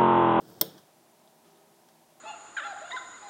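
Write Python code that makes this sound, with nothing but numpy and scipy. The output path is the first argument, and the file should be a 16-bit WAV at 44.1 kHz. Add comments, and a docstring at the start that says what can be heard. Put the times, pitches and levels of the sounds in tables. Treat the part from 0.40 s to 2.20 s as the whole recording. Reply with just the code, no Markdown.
"""Fingers rub and bump a plastic loom, close up, easing a rubber band over a peg.
At 0.21 s the band slips off the fingertip and snaps onto the peg: a bright click from contact noise
and peg modes, a hollow knock from the base modes, a short room tail. The fingers brush away.
Faint plastic ticks and hand shuffles sit over quiet room noise and a hum."""
import sys
import numpy as np
from scipy import signal
from scipy.fft import rfft, irfft, next_fast_len
from scipy.io import wavfile
from scipy.ndimage import map_coordinates

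SR = 44100
rng = np.random.default_rng(int(sys.argv[2]) if len(sys.argv) > 2 else 0)


def log_audio(samples):
    """Write samples as a 16-bit WAV file to the path given in sys.argv[1]."""
    # one column per channel
    frames = np.atleast_2d(samples).T
    # limit to full scale, then quantise
    limited = np.clip(frames, -1, 1)
    pcm = np.round(limited * 32767).astype(np.int16)
    wavfile.write(sys.argv[1], SR, pcm)


N = 79380
T = np.arange(N) / SR

# room noise and hiss (frequency [Hz], level [dB])
AIR_SPECTRUM = [(25, -45), (50, -15), (84, -39), (105, -19.5), (150, -13), (235, -5.5), (290, -16),
                (340, -11), (420, -9), (480, -11.5), (620, -6.5), (800, -7), (960, -7.5), (1170, -16.5),
                (1600, -18), (2100, -20), (5000, -21.5), (10300, -22), (15800, -26)]
# narrow room resonances (frequency [Hz], width [Hz], level [dB])
RESONANCES = [(164.5, 17, -78), (233, 26, -77.5), (337, 22, -76), (626, 16, -74), (781, 18, -74),
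              (936.5, 13, -80.5), (1265, 7.6, -85)]
# swell of the resonances (time [s], gain [dB])
RESONANCE_SWELL = [(0.5, -2.5), (0.96, -1.5), (1.07, 3), (1.3, 1.5), (1.45, -1), (1.8, 0)]
# hum envelope (time [s], level [dB])
HUM_ENVELOPE = [(0.3, -78), (0.95, -79), (1.08, -68), (1.33, -69), (1.42, -78), (1.8, -80)]
# hand moving away (time [s], level [dB], length [s])
SHUFFLE_STROKES = [(1.04, -65.5, 0.13), (1.15, -67.5, 0.061)]
# dull hand friction (frequency [Hz], level [dB])
SHUFFLE_SPECTRUM = [(80, -33), (200, -8), (370, -3), (550, -16), (1100, -12), (2200, -23), (3400, -16),
                    (5500, -24), (8000, -30), (15000, -38)]
# band dragging on the peg (time [s], level [dB], length [s])
DRAG_STROKES = [(0.085, -63.5, 0.08), (0.367, -70, 0.075)]
# band friction (frequency [Hz], level [dB])
DRAG_SPECTRUM = [(1000, -30), (3000, -24), (5500, -2), (6800, -15), (8200, -5), (10000, -8), (12000, 0),
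                 (15300, -0.5)]
# plastic ticks (time [s], level [dB], treble tilt [dB/octave], t60 [s])
TICK_EVENTS = [(0.0144, -52, -3, 0.018), (0.0802, -45, 2, .012), (0.379, -51, -7.5, 0.066),
               (0.8752, -56.5, -14, 0.022), (1.486, -57, -8, 0.06)]
# tick before tilt (frequency [Hz], level [dB])
TICK_SPECTRUM = [(40, -52), (200, -10), (1400, -3.5), (2600, -19), (3300, -3), (4300, -8), (4900, -2),
                 (6000, -3), (7200, -12), (8500, -8), (10500, -10), (13000, -10), (15200, 3)]
# fingers on band and loom (time [s], level [dB])
FINGER_ENVELOPE = [(0, -49.5), (0.02, -56.5), (0.09, -49.5), (0.14, -52), (0.2, -50.5), (0.25, -63),
                   (0.355, -53.5), (0.42, -58.5), (0.52, -70)]
# dull rub (frequency [Hz], level [dB])
RUB_SPECTRUM = [(29, -77), (50, -58), (102, -8), (238, -12.5), (324, -3), (476, -20), (711, -12),
                (924, -23), (1030, -21.5), (2000, -31), (2600, -61), (4400, -120)]
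# skin on rubber (frequency [Hz], level [dB])
RUSTLE_SPECTRUM = [(880, -26), (1500, 3), (2380, -38), (3170, 0), (4060, -6.5), (5140, 0), (6510, -10),
                   (8330, -7.5), (10200, -17), (15800, -4)]
# finger bumps on the loom (time [s], level [dB])
BUMP_EVENTS = [(0.013, -42), (0.037, -53.5), (0.068, -48.5), (0.086, -46.5), (0.119, -45), (0.164, -48.5),
               (0.198, -48), (0.349, -46.5)]
# room tail (frequency [Hz], level [dB])
TAIL_SPECTRUM = [(50, -55), (85, -32), (110, -14), (155, -9.5), (190, -0.5), (245, -11), (340, -12.5),
                 (460, -6), (600, -11), (950, -18.5), (1120, -28.5), (1350, -19.5), (2000, -28.5),
                 (2700, -33), (3250, -16.5), (3750, -16), (4100, -23), (4500, -20.5), (4850, -24.5),
                 (5300, -15), (6100, -29.5), (6650, -21), (7400, -34), (8700, -21.5), (9900, -29),
                 (12400, -20.5), (14200, -19), (15200, -14), (15900, -21)]
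# room decay (frequency [Hz], t60 [s])
ROOM_DECAY = [(150, 0.32), (500, 0.4), (1500, 0.5), (4000, 0.47), (8000, 0.33), (15000, 0.25)]
# hollow base (frequency [Hz], level [dB], t60 [s])
BASE_MODES = [(109.4, -27.5, 0.29), (149.3, -12.5, 0.39), (183.7, -12.5, 0.5), (297.7, -4.5, 0.097),
              (328, -4, 0.2), (367.5, -12.5, 0.31), (448, -4, 0.27), (536.7, -8, 0.17), (620, 0, 0.067),
              (688, -12.5, 0.14), (828, -1, 0.047), (998, -4.5, 0.078), (1270, -7, .05), (1434, -8, 0.057)]
# peg (frequency [Hz], level [dB], t60 [s])
PEG_MODES = [(2095, -25, .03), (3260, -22, 0.047), (3600, -21, 0.037), (3720, -19, 0.032),
             (4370, -25, 0.026), (4480, -24.5, .03), (5190, -21, 0.027), (5530, -13.5, 0.026),
             (8710, -15, 0.019), (12500, -8, 0.011), (13050, -34, 0.016), (13860, -8.5, 0.016),
             (13890, -13, 0.013), (15150, 4, 0.006)]
# contact noise (frequency [Hz], level [dB])
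CRACK_SPECTRUM = [(40, -36), (130, -15), (300, -12.5), (1300, -12.5), (2100, -22), (2650, -34.5),
                  (3400, -8), (5500, -12), (6800, -18), (8500, -10), (10000, -16), (12500, -5.5),
                  (15200, -7.5), (16500, -8.5)]
# slip off the nail, blow on the peg, rebound (time [s], crack [dB], crack t60 [s], ring [dB])
SNAP_CONTACTS = [(0.2118, -13.5, 0.022, -27), (0.2128, -11.5, .007, -8), (0.2147, -19.5, 0.023, -26)]


def amp(db):
    """Decibels to gain."""
    return 10 ** (np.asarray(db) / 20)


def unit_rms(x):
    """Scale to rms 1."""
    return x / np.sqrt(np.mean(x ** 2) + 1e-20)


def log_interp(points, hz):
    """Interpolate (frequency [Hz], value) rows on a log axis."""
    knots_hz, values = np.transpose(points)
    return np.interp(np.log(hz + 1), np.log(knots_hz + 1), values)


def curve(rows):
    """Interpolate (time [s], value) rows per sample."""
    return np.interp(T, *np.transpose(rows))


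def wobble(rate_hz):
    """Smooth random curve, knots at rate_hz."""
    return map_coordinates(rng.standard_normal(int(N * rate_hz / SR) + 4), [T * rate_hz])


def filtered(x, gain_at):
    """Zero-phase filter with gain_at(hz)."""
    size = next_fast_len(N + 8192)
    return irfft(rfft(x, size) * gain_at(np.fft.rfftfreq(size, 1 / SR)), size)[:N]


def coloured(x, spectrum):
    """Shape x by a spectrum; rms 1."""
    return unit_rms(filtered(x, lambda hz: amp(log_interp(spectrum, hz))))


def noise(spectrum):
    """Coloured noise, rms 1."""
    return coloured(rng.standard_normal(N), spectrum)


def fade(age_s, t60_s):
    """Exponential fall, 60 dB per t60_s."""
    return np.exp(-np.log(1000) * age_s / t60_s)


def rise(age_s, attack_s):
    """Exponential approach to 1."""
    return 1 - np.exp(-age_s / attack_s)


def burst(spectrum, start_s, t60_s, attack_s):
    """Noise with a quick rise and exponential fall."""
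    age_s = np.maximum(T - start_s, 0)
    return noise(spectrum) * fade(age_s, t60_s) * rise(age_s, attack_s)


def ring(modes, start_s, attack_s):
    """Struck damped modes; random phase, 1 dB level scatter."""
    age_s = np.arange(SR // 2) / SR
    tone = sum(amp(db + rng.normal(0, 1)) * fade(age_s, t60_s)
               * np.sin(2 * np.pi * (hz * age_s + rng.random())) for hz, db, t60_s in modes)
    return np.pad(tone * rise(age_s, attack_s), (round(start_s * SR), N))[:N]


def room_noise(air_db=-62.5):
    """Steady air noise and hiss, plus wavering low resonances."""
    def peaks(hz):
        return sum(amp(db) * np.sqrt(2 * SR / (np.pi * width_hz))
                   / (1 + (2 * (hz - centre_hz) / width_hz) ** 2)
                   for centre_hz, width_hz, db in RESONANCES)
    resonances = filtered(rng.standard_normal(N), peaks)
    return amp(air_db) * noise(AIR_SPECTRUM) + amp(curve(RESONANCE_SWELL)) * resonances


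def hum(centre_hz=400, drift_hz=1.5):
    """Faint drifting tone that swells briefly."""
    hz = centre_hz + drift_hz * wobble(6)
    rms = amp(curve(HUM_ENVELOPE) + wobble(12))
    return rms * np.sqrt(2) * np.sin(2 * np.pi * (np.cumsum(hz) / SR + rng.random()))


def friction(strokes, spectrum, grain_db=3.7):
    """Grainy sliding noise; each stroke swells fast, then fades."""
    envelope = sum(amp(db) * np.sin(np.pi * np.sqrt(np.clip((T - start_s) / length_s, 0, 1)))
                   for start_s, db, length_s in strokes)
    return envelope * unit_rms(noise(spectrum) * amp(grain_db * wobble(300)))


def plastic_ticks(tilt_above_hz=4000):
    """The plastic creaks under band tension."""
    ticks = np.zeros(N)
    for start_s, db, db_per_octave, t60_s in TICK_EVENTS:
        spectrum = [(hz, level_db + db_per_octave * np.log2(max(hz / tilt_above_hz, 1)))
                    for hz, level_db in TICK_SPECTRUM]
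        ticks += amp(db) * burst(spectrum, start_s, t60_s, attack_s=0.00074)
    return ticks


def finger_slips(rub_db=-5, rustle_db=-10.5, slips_per_s=900, spread_db=4):
    """Tiny slips of skin on rubber: a dull rub through the base, a thin rustle."""
    def slips(spectrum):
        impulses = (rng.random(N) < slips_per_s / SR) * rng.choice([-1, 1], N)
        return coloured(impulses * amp(spread_db * rng.standard_normal(N)), spectrum)
    rustle = unit_rms(noise(RUSTLE_SPECTRUM) + 0.6 * slips(RUSTLE_SPECTRUM))
    return amp(curve(FINGER_ENVELOPE)) * (amp(rub_db) * slips(RUB_SPECTRUM) + amp(rustle_db) * rustle)


def finger_bumps(cutoff_hz=380, t60_ratio=0.58):
    """The fingertip sticks and gives, ringing the base; skin dulls the blow and damps the ring."""
    soft_modes = [(hz, db - 10 * np.log10(1 + (hz / cutoff_hz) ** 4), t60_s * t60_ratio)
                  for hz, db, t60_s in BASE_MODES]
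    return sum(amp(db) * ring(soft_modes, start_s, attack_s=0.0026) for start_s, db in BUMP_EVENTS)


def room_tail(early_db=-26.5, tail_db=-38):
    """Bright reflections of the snap off loom and table, then a diffuse tail; treble dies first."""
    start_s = SNAP_CONTACTS[1][0]  # blow on the peg
    hz, frame_s, bands = signal.stft(noise(TAIL_SPECTRUM), SR, nperseg=256)
    bands *= fade(np.maximum(frame_s - start_s, 0), log_interp(ROOM_DECAY, hz)[:, None])
    tail = signal.istft(bands, SR, nperseg=256)[1][:N]
    tail *= rise(np.maximum(T - start_s, 0), attack_s=0.0013)
    early = burst(CRACK_SPECTRUM, start_s, t60_s=0.047, attack_s=0.001)
    return amp(tail_db) * tail + amp(early_db) * early


def band_snap(click_attack_s=0.00032, knock_db=-32.5, low_cut_hz=102):
    """Each contact cracks and rings the peg; the base knocks once; the whole snap is thin in deep bass."""
    click = np.zeros(N)
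    for start_s, crack_db, t60_s, ring_db in SNAP_CONTACTS:
        click += amp(ring_db) * ring(PEG_MODES, start_s, click_attack_s)
        click += amp(crack_db) * burst(CRACK_SPECTRUM, start_s, t60_s, click_attack_s)
    knock = amp(knock_db) * ring(BASE_MODES, start_s=0.2126, attack_s=0.00028)
    low_cut = signal.butter(2, low_cut_hz, "high", fs=SR, output="sos")
    return signal.sosfilt(low_cut.repeat(2, axis=0), click + knock)  # two stages


def scene():
    """Mono sum at one close microphone."""
    handling = finger_slips() + finger_bumps()
    handling += friction(DRAG_STROKES, DRAG_SPECTRUM)
    handling += friction(SHUFFLE_STROKES, SHUFFLE_SPECTRUM)
    return (band_snap() + room_tail() + plastic_ticks() + handling + room_noise() + hum())[None]


def record(dry, low_cut_hz=61, top_hz=15900):
    """Bass cut and steep upper band limit."""
    low_cut = signal.butter(2, low_cut_hz, "high", fs=SR, output="sos")
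    band_limit = signal.ellip(10, 0.1, 90, top_hz, fs=SR, output="sos")
    return signal.sosfilt(band_limit, signal.sosfilt(low_cut, dry))


dry = scene()
out = record(dry)
log_audio(out)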